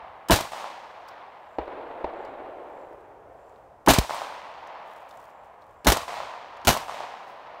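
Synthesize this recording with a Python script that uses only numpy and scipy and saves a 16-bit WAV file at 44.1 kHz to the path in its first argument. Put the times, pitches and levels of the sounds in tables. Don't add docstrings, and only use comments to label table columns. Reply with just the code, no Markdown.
import sys
import numpy as np
from scipy import signal
from scipy.fft import rfft, irfft, next_fast_len
from scipy.io import wavfile
from scipy.ndimage import map_coordinates

SR = 44100
rng = np.random.default_rng(int(sys.argv[2]) if len(sys.argv) > 2 else 0)


def pcm_store(signal):
    levels = np.round(np.clip(np.atleast_2d(signal), -1, 1) * 32767)
    wavfile.write(sys.argv[1], SR, levels.astype(np.int16).T)


N = 335151
T = np.arange(3 * SR) / SR

# f/Hz, relative level/dB
AIR_SPECTRUM = [(20, -35), (130, -11), (300, -11.5), (650, 6), (1000, -1), (2000, -17.5), (4000, -31.5),
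                (8000, -34.5), (16000, -40.5)]
# t/s, level/dB
BREEZE_LEVELS = [
    [(0.0, -66), (0.168, -66), (0.25, -63)],
    [(0.6, -71), (0.63, -73), (3.75, -64)],
    [(4.3, -74), (5.616, -68), (5.75, -64)],
    [(6.15, -64), (6.392, -66), (6.6, -64)],
    [(7.0, -67.5), (7.194, -75), (7.6, -68)],
]
# f/Hz, relative level/dB
BREEZE_SPECTRUM = [(20, -20), (35, -8), (55, -0.5), (110, -3.5), (200, -16), (600, -46.5), (2000, -80)]

TRILL_TIMES = [1.42, 2.12, 2.7, 3.35, 5.28, 5.7]
TRILL_DB, TRILL_S = -75.5, .23
TRILL_TOP_HZ, STROKES_PER_S, STROKE_SAG_HZ = 7950, 48, 1000

# start t/s, length/s, level/dB
RUSTLES = [(2.5, 0.73, -81), (4.828, 0.25, -67), (4.979, 0.38, -66), (5.42, .07, -74), (5.583, .2, -75),
           (7.24, .11, -70)]
# f/Hz, relative level/dB
RUSTLE_SPECTRUM = [(500, -3), (4500, 3), (7000, 2), (11000, -1), (16000, -1)]

# t/s, level/dB, pitch f/Hz, decay to -60 dB t60/s
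CLICKS = [(1.079, -62, 13000, .06), (1.0862, -48, 5060, .03), (1.0868, -65, 14400, .11),
          (2.2501, -55, 4220, .04), (3.495, -66, 7000, .02), (3.56, -65, 4000, 0.017),
          (4.147, -38.5, 10860, 0.017), (4.672, -56, 6000, 0.03), (5.0909, -54, 8000, .025),
          (5.110, -50, 3720, 0.025), (5.1725, -51.5, 7500, .018), (5.62, -63, 4000, .04),
          (6.5707, -57, 6950, .025), (6.616, -62, 6000, .02)]

# t/s, knock level/dB, thump level/dB, echo level/dB
FAR_SHOTS = [(1.585, -17, -34.5, -40), (2.043, -17.5, -41.5, -42.5)]
# f/Hz, relative level/dB
KNOCK_SPECTRUM = [(40, -13.5), (150, -24), (320, 0), (650, 0.5), (900, 0.5), (1250, -22), (2200, -23),
                  (4000, -35), (7000, -54), (15000, -70)]
# f/Hz, relative level/dB
FAR_ECHO_SPECTRUM = [(40, -15.5), (170, -19.5), (320, 0), (550, 5.5), (850, 3.5), (1200, -6), (2200, -14),
                     (4000, -26), (7000, -54.5), (15000, -75)]
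# delay t/s, level/dB, attack/s, hold/s, fall/(dB per s)
FAR_WOODS = [(0, 4.5, 0.0034, 0.014, 129), (.05, 1.5, 0.087, 0.31, 13.5)]
FAR_SLAP_S, FAR_SLAP_DB = .0945, 16.5

# t/s, echo level/dB
EARLIER_SHOT = (-1.1, -30.5)
# delay t/s, peak level/dB over the shot's echo level
TRUNKS = [(.079, 16), (.0935, 14), (.0965, 12), (.101, 11), (.128, 5), (.163, 5), (.2105, 8.5), (.2235, 11),
          (.2525, 6), (.261, 6.5), (.271, 9), (.2985, 7), (.333, 11), (.363, 5), (.468, 3)]
TRUNK_SCATTER_DB = 1.2
# f/Hz, relative level/dB
TRUNK_SPECTRUM = [(60, -30.5), (350, -20.5), (600, -2), (850, 2), (1100, -2.5), (1500, -13), (3000, -27),
                  (6000, -36), (16000, -52)]
# delay t/s, level/dB, attack/s, hold/s, fall/(dB per s)
BRUSH = [(.01, 2.5, .04, 0.017, 218.5), (.08, -14.5, .04, 0.046, 60), (.205, -15, .007, 0.073, 104)]
# f/Hz, relative level/dB
BRUSH_SPECTRUM = [(100, -5), (250, -1), (700, -5), (2000, 2.5), (4000, 1.5), (7000, -4.5), (8600, -4.5),
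                  (11000, -11), (16000, -16)]
# delay t/s, level/dB, attack/s, hold/s, fall/(dB per s)
WOODS = [(0, -3, .07, 0.081, 258), (.25, -9.5, .15, .5, 9), (.74, -11.5, .06, 0.11, 30.5)]
# delay t/s, level/dB, attack/s, hold/s, fall/(dB per s)
FOREST_EDGE = (.205, -3, .008, .145, 58)
# f/Hz, relative level/dB
TREES_SPECTRUM = [(40, -32), (200, -18.5), (400, -11.5), (550, -3.5), (720, 2.5), (1000, 3), (1400, -6),
                  (2000, -7.5), (3500, -11), (7000, -16.5), (14000, -28)]

# t/s, blast level/dB, thump level/dB, thump f/Hz, bark level/dB, first crack level/dB,
# second crack level/dB, echo level/dB, brush level/dB, extra delay of the trunk echoes/s
SHOTS = [(0.3081, -13, -16, 49.94, -12, -20, -23.5, -35, -34, 0.0018),
         (3.8848, -11.5, -18.5, 58.2, -8.5, -15.5, -9, -32, -29.5, 0),
         (5.8693, -13, -11, 55.8, -22.5, -12.5, -21, -32.5, -35, 0.00072),
         (6.672, -12.5, -18, 54, -52, -24, -26.5, -34.5, -37.5, .0005)]
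# f/Hz, relative level/dB
BLAST_SPECTRUM = [(35, -17), (60, -4), (98, -3), (425, -10), (727, -4.5), (1460, -10), (1980, -13),
                  (2950, -15), (3310, -15), (4090, -13), (4920, -19.5), (6070, -16.5), (7900, -22.5),
                  (9400, -21), (12800, -22), (15800, -27)]
# f/Hz, mean level/dB, decay to -60 dB t60/s
BLAST_RINGS = [(275, -2.5, 0.098), (687, -1.5, 0.099), (2950, -10.5, 0.14), (3920, -9.5, 0.072)]
BLAST_HOLD_S, BLAST_FALL_DB_PER_S = .021, 469
BLAST_TAIL_DB, BLAST_TAIL_DB_PER_S = -8, 184
# f/Hz, relative level/dB
CRACK_SPECTRUM = [(100, -10.5), (400, 3), (900, -1.5), (2000, -8.5), (5000, -9.5), (9000, -13.5),
                  (16000, -18)]
# f/Hz, relative level/dB
BARK_SPECTRUM = [(60, -21), (250, 8), (500, -6), (850, 3), (1150, -2.5), (1400, -8.5), (1700, -5.5),
                 (2200, -26), (3100, -16), (4000, -40), (16000, -46)]
# f/Hz, level/dB, decay to -60 dB t60/s
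BARK_RINGS = [(930, -4.5, .09), (1780, -14.5, .06), (3020, -19.5, 0.055)]
SNAP_LEAD_S, SNAP_DB, BARK_LEAD_S = .0225, -17.5, .011
FIRST_CRACK_S, SECOND_CRACK_S = .051, .1005
# t/s, level/dB
BOOM = (3.985, -8)

NOTCH_HZ, NOTCH_WIDTH_HZ, NOTCH_DB = 10480, 260, -5.5
TOP_HZ = 15800


def amp(db):
    return 10 ** (np.asarray(db) / 20)


def unit(x):
    return x / np.sqrt(np.mean(x ** 2) + 1e-20)


def level(rows, t):
    return amp(np.interp(t, *np.transpose(rows)))


def add(track, s, sound):
    start = round(s * SR)
    part = sound[max(-start, 0):N - start]
    track[max(start, 0):][:len(part)] += part


def coloured(x, spectrum, size=4096):
    points_hz, db = np.transpose(spectrum)
    hz = np.fft.rfftfreq(size, 1 / SR)
    curve_db = np.interp(np.log(hz + 1), np.log(points_hz), db)
    cepstrum = irfft(np.log(amp(curve_db)))
    cepstrum[1:size // 2] *= 2
    cepstrum[size // 2 + 1:] = 0
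    response = irfft(np.exp(rfft(cepstrum)))
    return signal.oaconvolve(x, response / np.linalg.norm(response))[:len(x)]


def wobble(rate, count):
    knots = rng.standard_normal(8192)
    return map_coordinates(knots, [np.arange(count) * rate / SR], order=2, mode="wrap")


def envelope(t, attack, hold, fall):
    rise = np.sin(np.pi / 2 * np.clip(t / attack, 0, 1)) ** 2
    return rise * amp(-fall * np.maximum(t - attack - hold, 0))


def burst(t60):
    t = T[:SR // 4]
    return rng.standard_normal(len(t)) * amp(-60 * t / t60)


def ping(spectrum):
    sound = coloured(signal.unit_impulse(SR // 10), spectrum)
    return sound / np.abs(sound).max()


def thump(hz, attack, fall):
    t = T[:SR // 4]
    return np.sin(2 * np.pi * hz * t) * envelope(t, attack, 0, fall)


def returns(belts):
    power = 0
    for delay, db, attack, hold, fall in belts:
        power = power + (amp(db) * envelope(T - delay, attack, hold, fall)) ** 2
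    return np.sqrt(power)


def forest(belts, spectrum, spiky_db, patchy_db, trunk_db, loss_db=1.91, slope=1.43):
    spikes = amp(spiky_db * rng.standard_normal(len(T)).clip(-3, 3))
    small = unit(rng.standard_normal(len(T)) * spikes)
    hits = rng.random(len(T)) < 110 / SR
    strong = unit(rng.standard_normal(len(T)) * hits)
    gain = returns(belts) * amp(patchy_db * wobble(70, len(T)))
    blur = amp(trunk_db - 16 * T)
    reflections = coloured(small * gain, spectrum) + coloured(strong * gain * blur, TRUNK_SPECTRUM)
    hz, t, z = signal.stft(reflections, SR, nperseg=256)
    khz = hz[:, None] / 1000
    air_loss = amp(-loss_db * khz ** slope * t)
    return signal.istft(z * air_loss, SR, nperseg=256)[1][:len(T)]


def clearing():
    air = amp(-53.5) * coloured(rng.standard_normal(N), AIR_SPECTRUM) * amp(wobble(4, N))
    rumble = coloured(rng.standard_normal(N), BREEZE_SPECTRUM) * amp(2.8 * wobble(7.7, N))
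    breeze = level(np.concatenate(BREEZE_LEVELS), np.arange(N) / SR) * rumble
    return air + breeze


def insect():
    out = np.zeros(N)
    t = T[:round(TRILL_S * SR)]
    stroke = (STROKES_PER_S * t) % 1
    swell = np.sin(np.pi * stroke) ** 2 * np.hanning(len(t)) ** .5
    for s in TRILL_TIMES:
        pitch = TRILL_TOP_HZ - STROKE_SAG_HZ * stroke + 160 * wobble(900, len(t))
        tone = np.sin(2 * np.pi * np.cumsum(pitch) / SR)
        add(out, s, amp(TRILL_DB) * tone * swell)
    return out


def rustle():
    out = np.zeros(N)
    for s, length, db in RUSTLES:
        count = round(length * SR)
        crackle = amp(4 * wobble(304, count) + 2.3 * wobble(71, count))
        grains = unit(rng.standard_normal(count) * crackle)
        add(out, s, amp(db) * grains * np.hanning(count) ** .5)
    return coloured(out, RUSTLE_SPECTRUM)


def clicks():
    out = np.zeros(N)
    for s, db, hz, t60 in CLICKS:
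        tick = coloured(burst(t60), [(hz / 4, -10), (hz, 0), (hz * 3, -16)])
        t = T[:len(tick)]
        ring = wobble(900, len(t)) * np.sin(2 * np.pi * hz * t) * amp(-60 * t / t60)
        add(out, s, amp(db) * (0.85 * tick + 0.9 * ring))
    return out


def far_gun():
    out = np.zeros(N)
    for s, db, thump_db, echo_db in FAR_SHOTS:
        add(out, s, amp(db) * coloured(burst(t60=0.036), KNOCK_SPECTRUM))
        add(out, s + FAR_SLAP_S, amp(echo_db + FAR_SLAP_DB) * ping(KNOCK_SPECTRUM))
        add(out, s, amp(thump_db) * thump(hz=62, attack=.01, fall=400))
        roll = forest(FAR_WOODS, FAR_ECHO_SPECTRUM, spiky_db=5.5, patchy_db=1.15, trunk_db=-18, loss_db=1.5)
        add(out, s, amp(echo_db) * roll)
    return out


def slap(scatter_db):
    spike = ping(TRUNK_SPECTRUM)
    scatter = coloured(burst(t60=0.028), TRUNK_SPECTRUM)[:len(spike)]
    return spike + amp(scatter_db) * scatter


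def echoes():
    out = np.zeros(N)
    for s, *_, echo_db, brush_db, trunk_lag in SHOTS:
        for delay, db in TRUNKS:
            slap_db = echo_db + db + rng.normal(0, TRUNK_SCATTER_DB)
            add(out, s + trunk_lag + delay, amp(slap_db) * slap(scatter_db=-11.5))
        scatter = coloured(rng.standard_normal(len(T)) * returns(BRUSH), BRUSH_SPECTRUM)
        add(out, s, amp(brush_db) * scatter)
        roll = forest([*WOODS, FOREST_EDGE], TREES_SPECTRUM, spiky_db=5.0, patchy_db=0.62, trunk_db=-7)
        add(out, s, amp(echo_db) * roll)
    s, echo_db = EARLIER_SHOT
    roll = forest(WOODS, TREES_SPECTRUM, spiky_db=4.5, patchy_db=-0.55, trunk_db=-6.0)
    add(out, s, amp(echo_db) * roll)
    return out


def bark(attack):
    t = T[:SR // 4]
    sound = amp(-1) * coloured(burst(t60=.13), BARK_SPECTRUM)
    for hz, db, t60 in BARK_RINGS:
        phase = 2 * np.pi * hz * t + .5 * wobble(150, len(t))
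        sound += amp(db - 60 * t / t60) * np.sin(phase)
    return sound * (1 - np.exp(-t / attack))


def blast(ragged_db, spiky_db):
    t = T[:SR // 2]
    cracks = amp(ragged_db * wobble(450, len(t)) + spiky_db * wobble(4000, len(t)))
    body = envelope(t, 0.00041, BLAST_HOLD_S, BLAST_FALL_DB_PER_S)
    tail = amp(BLAST_TAIL_DB - BLAST_TAIL_DB_PER_S * t)
    noise = unit(rng.standard_normal(len(t)) * cracks) * np.hypot(body, tail)
    roar = amp(-1.55) * coloured(noise, BLAST_SPECTRUM)
    for hz, db, t60 in BLAST_RINGS:
        phase = 2 * np.pi * hz * t + 1.2 * wobble(150, len(t))
        ring_gain = amp(db + rng.normal(0, 2) - 60 * t / t60)
        roar += ring_gain * np.sin(phase) * (1 - np.exp(-t / .002))
    return roar


def boom(start_hz, end_hz, glide, life):
    t = T[:SR // 4]
    pitch = end_hz + (start_hz - end_hz) * np.exp(-t / glide)
    return np.sin(2 * np.pi * np.cumsum(pitch) / SR) * np.exp(-t / life)


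def pistol():
    out = np.zeros(N)
    for s, db, thump_db, thump_hz, bark_db, first_db, second_db, *_ in SHOTS:
        add(out, s - SNAP_LEAD_S, amp(db + SNAP_DB) * coloured(burst(t60=0.075), CRACK_SPECTRUM))
        add(out, s - BARK_LEAD_S, amp(bark_db) * bark(attack=0.00086))
        add(out, s, amp(db + 1.5) * coloured(burst(t60=.016), CRACK_SPECTRUM))
        add(out, s, amp(db) * blast(ragged_db=2.5, spiky_db=1.5))
        add(out, s - .008, amp(thump_db) * thump(thump_hz, attack=.034, fall=750))
        add(out, s + FIRST_CRACK_S, amp(first_db) * coloured(burst(t60=.065), CRACK_SPECTRUM))
        add(out, s + SECOND_CRACK_S, amp(second_db) * coloured(burst(t60=0.025), CRACK_SPECTRUM))
    s, db = BOOM
    add(out, s, amp(db) * boom(start_hz=400, end_hz=50, glide=0.0021, life=.013))
    return out


def scene():
    background = clearing() + insect() + rustle() + clicks()
    guns = far_gun() + echoes() + pistol()
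    return (background + guns)[None]


def record(dry, top=.64, hardness=4):
    size = next_fast_len(N + 4096)
    hz = np.fft.rfftfreq(size, 1 / SR)
    dip = amp(NOTCH_DB / (1 + ((hz - NOTCH_HZ) / NOTCH_WIDTH_HZ) ** 2))
    heard = irfft(rfft(dry, size) * dip, size)[:, :N]
    squashed = heard / (1 + np.abs(heard / top) ** hardness) ** (1 / hardness)
    lowpass = signal.firwin(401, TOP_HZ, fs=SR, window="blackman")
    return signal.oaconvolve(squashed, lowpass[None], mode="same", axes=1)


dry = scene()
out = record(dry)
pcm_store(out)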